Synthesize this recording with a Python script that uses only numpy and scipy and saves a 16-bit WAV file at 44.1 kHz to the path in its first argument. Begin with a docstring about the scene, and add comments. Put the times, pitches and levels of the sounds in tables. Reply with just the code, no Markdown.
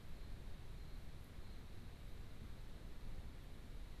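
"""Still night in open grassland

A small trail camera's one microphone hears a low rumble of air under an even hiss, with one soft bump.
Far insects blend into a faint band; a distant one gives three trills near 4 kHz, a pulse per wing stroke.
Dry stems tick and brushed blades rustle faintly as an animal walks away."""
import sys
import numpy as np
from scipy.fft import rfft, irfft, next_fast_len
from scipy.io import wavfile
from scipy.ndimage import map_coordinates

SR = 44100
rng = np.random.default_rng(int(sys.argv[2]) if len(sys.argv) > 2 else 0)


def generate_wav(sig):
    """Save sig (samples, or channels by samples) to the path in sys.argv[1] as 16-bit PCM at SR."""
    pcm = np.round(np.clip(np.atleast_2d(sig).T, -1, 1) * 32767).astype(np.int16)
    wavfile.write(sys.argv[1], SR, pcm)


N = 176400

# colour of the air's rumble: frequency_hz, relative_db
RUMBLE_COLOUR = [(3, 4), (18, 4.5), (28, 0.5), (52, -2.5), (80, -8), (125, -10.5), (200, -16.5), (310, -21),
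                 (500, -26), (800, -32.5), (1500, -44.5), (4000, -79)]
# the rumble at the microphone: time_s, level_db
RUMBLE_LEVELS = [(0, -49.5), (.15, -50), (.35, -50), (.85, -49), (1.25, -51), (1.45, -49), (1.62, -50),
                 (1.8, -48.5), (2.02, -50.6), (2.6, -49.5), (3.1, -50), (3.45, -50), (3.68, -50),
                 (3.85, -50.5), (4, -49.5)]
# hiss, coloured by the camera's housing: frequency_hz, relative_db
HISS_COLOUR = [(200, -5.5), (1000, 0.5), (1700, 0.5), (2280, 0), (2500, -2.5), (3000, -4), (3550, -3),
               (3700, -2.5), (4100, -1.5), (4350, -4), (4700, -8), (5300, -11), (6200, -12.5),
               (7500, -13.5), (12000, -14), (14000, -16)]
# the band of the farthest insects: frequency_hz, relative_db
CHORUS_COLOUR = [(3000, -33), (3550, -14), (3680, -0.5), (3950, -2.5), (4100, -7), (4400, -30)]
# their slow swells: time_s, level_db
CHORUS_LEVELS = [(0, -86), (.55, -81.5), (1.0, -84), (1.65, -86), (1.88, -80.5), (2.45, -82.5), (3.4, -84),
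                 (4, -84)]
# colour of dry grass: frequency_hz, relative_db
GRASS_COLOUR = [(1000, -29), (6000, -17), (9000, -11), (10500, -5), (12000, 4), (13000, -7), (13800, -10),
                (16000, -30)]
# blades brushed aside: centre_s, half_width_s, level_db
BLADE_RUSTLES = [(.092, .008, -83), (.982, 0.011, -82), (1.255, 0.031, -80), (2.085, .022, -82),
                 (2.14, 0.011, -83.5), (3.44, .012, -82)]
# dry stems ticking: start_s, level_db
STEM_TICKS = [(.0865, -71), (.0905, -65), (.9745, -70), (1.208, -70), (1.2442, -56), (2.0833, -71),
              (3.4368, -70), (3.440, -69.5), (3.932, -69)]
# one distant insect's trills: start_s, length_s, level_db
INSECT_TRILLS = [(.125, .22, -74.7), (.76, .24, -74.1), (1.41, .225, -75.1)]
# colour of the low bump: frequency_hz, relative_db
BUMP_COLOUR = [(25, -5), (70, 0.5), (120, -7.5), (240, -10), (400, -27), (1500, -60)]


def amp(db):
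    """Decibels to gain."""
    return 10 ** (np.asarray(db) / 20)


def unit(x):
    """Scale to rms 1."""
    return x / np.sqrt(np.mean(x ** 2) + 1e-20)


def wobble(per_s):
    """A smooth random curve with per_s knots a second."""
    return map_coordinates(rng.standard_normal(N // 8), [np.arange(N) * per_s / SR], mode="wrap")


def filtered(x, response):
    """Filter x by a gain that depends on frequency."""
    size = next_fast_len(N + SR // 2)
    return irfft(rfft(x, size) * response(np.fft.rfftfreq(size, 1 / SR)), size)[:N]


def noise(colour):
    """Noise of rms 1, its colour interpolated on a log frequency axis."""
    knots_hz, db = np.transpose(colour)
    white = rng.standard_normal(N)
    return unit(filtered(white, lambda hz: amp(np.interp(np.log(hz + 1), np.log(knots_hz + 1), db))))


def air_rumble(t, sway_db=.58):
    """Night air over open ground rumbles low, its level gently swaying."""
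    level_db = np.interp(t, *np.transpose(RUMBLE_LEVELS)) + sway_db * wobble(per_s=15)
    return amp(level_db) * noise(RUMBLE_COLOUR)


def camera_hiss(level_db=-68):
    """Steady hiss, coloured by the housing around the microphone."""
    return amp(level_db) * noise(HISS_COLOUR)


def far_chorus(t):
    """Many insects, far out in the grass, merge into a soft shimmer."""
    return amp(np.interp(t, *np.transpose(CHORUS_LEVELS))) * noise(CHORUS_COLOUR)


def blade_rustles(t, grain_db=1):
    """Blades brushed aside by the animal give short grainy swells."""
    swells = sum(amp(db) * np.exp(-.5 * ((t - centre) / half) ** 2) for centre, half, db in BLADE_RUSTLES)
    grains = unit(amp(grain_db * wobble(per_s=750)) * noise(GRASS_COLOUR))
    return swells * grains


def stem_ticks(t, rise_s=.0003, t60_s=.008):
    """Single dry stems tick, each a bright burst that dies at once."""
    envelope = np.zeros(N)
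    for start, db in STEM_TICKS:
        age = np.maximum(t - start, 0)
        envelope += amp(db) * (1 - np.exp(-age / rise_s)) * np.exp(-np.log(1000) * age / t60_s)
    return envelope * noise(GRASS_COLOUR)


def insect_trills(t, pitch_hz=4115, wander_hz=110, pulse_hz=37, pulse_depth=.5):
    """Each wing stroke is one pulse of a high tone, blurred by the distance."""
    attack_s, release_s = .02, .045
    blurred_hz = pitch_hz + wander_hz * wobble(per_s=400)
    tone = np.sin(2 * np.pi * np.cumsum(blurred_hz) / SR)
    envelope = np.zeros(N)
    for start, length, db in INSECT_TRILLS:
        age = t - start
        gate = np.clip(age / attack_s, 0, 1) * np.clip((length - age) / release_s, 0, 1)
        strokes = 1 - pulse_depth * np.cos(2 * np.pi * pulse_hz * age)
        envelope += amp(db) * gate * strokes
    return envelope * tone


def low_bump(t, centre_s=2.432, half_width_s=.016, level_db=-50):
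    """One soft, low bump within the rumble."""
    swell = np.exp(-.5 * ((t - centre_s) / half_width_s) ** 2)
    return amp(level_db) * swell * noise(BUMP_COLOUR)


def scene():
    """Air, insects and grass all reach one microphone."""
    t = np.arange(N) / SR
    bed = air_rumble(t) + camera_hiss() + far_chorus(t)
    events = blade_rustles(t) + stem_ticks(t) + insect_trills(t) + low_bump(t)
    return (bed + events)[None]


def record(dry):
    """The camera keeps nothing above its band limit."""
    top_hz = 13950
    return np.array([filtered(x, lambda hz: 1 / np.sqrt(1 + (hz / top_hz) ** 300)) for x in dry])


dry = scene()
out = record(dry)
generate_wav(out)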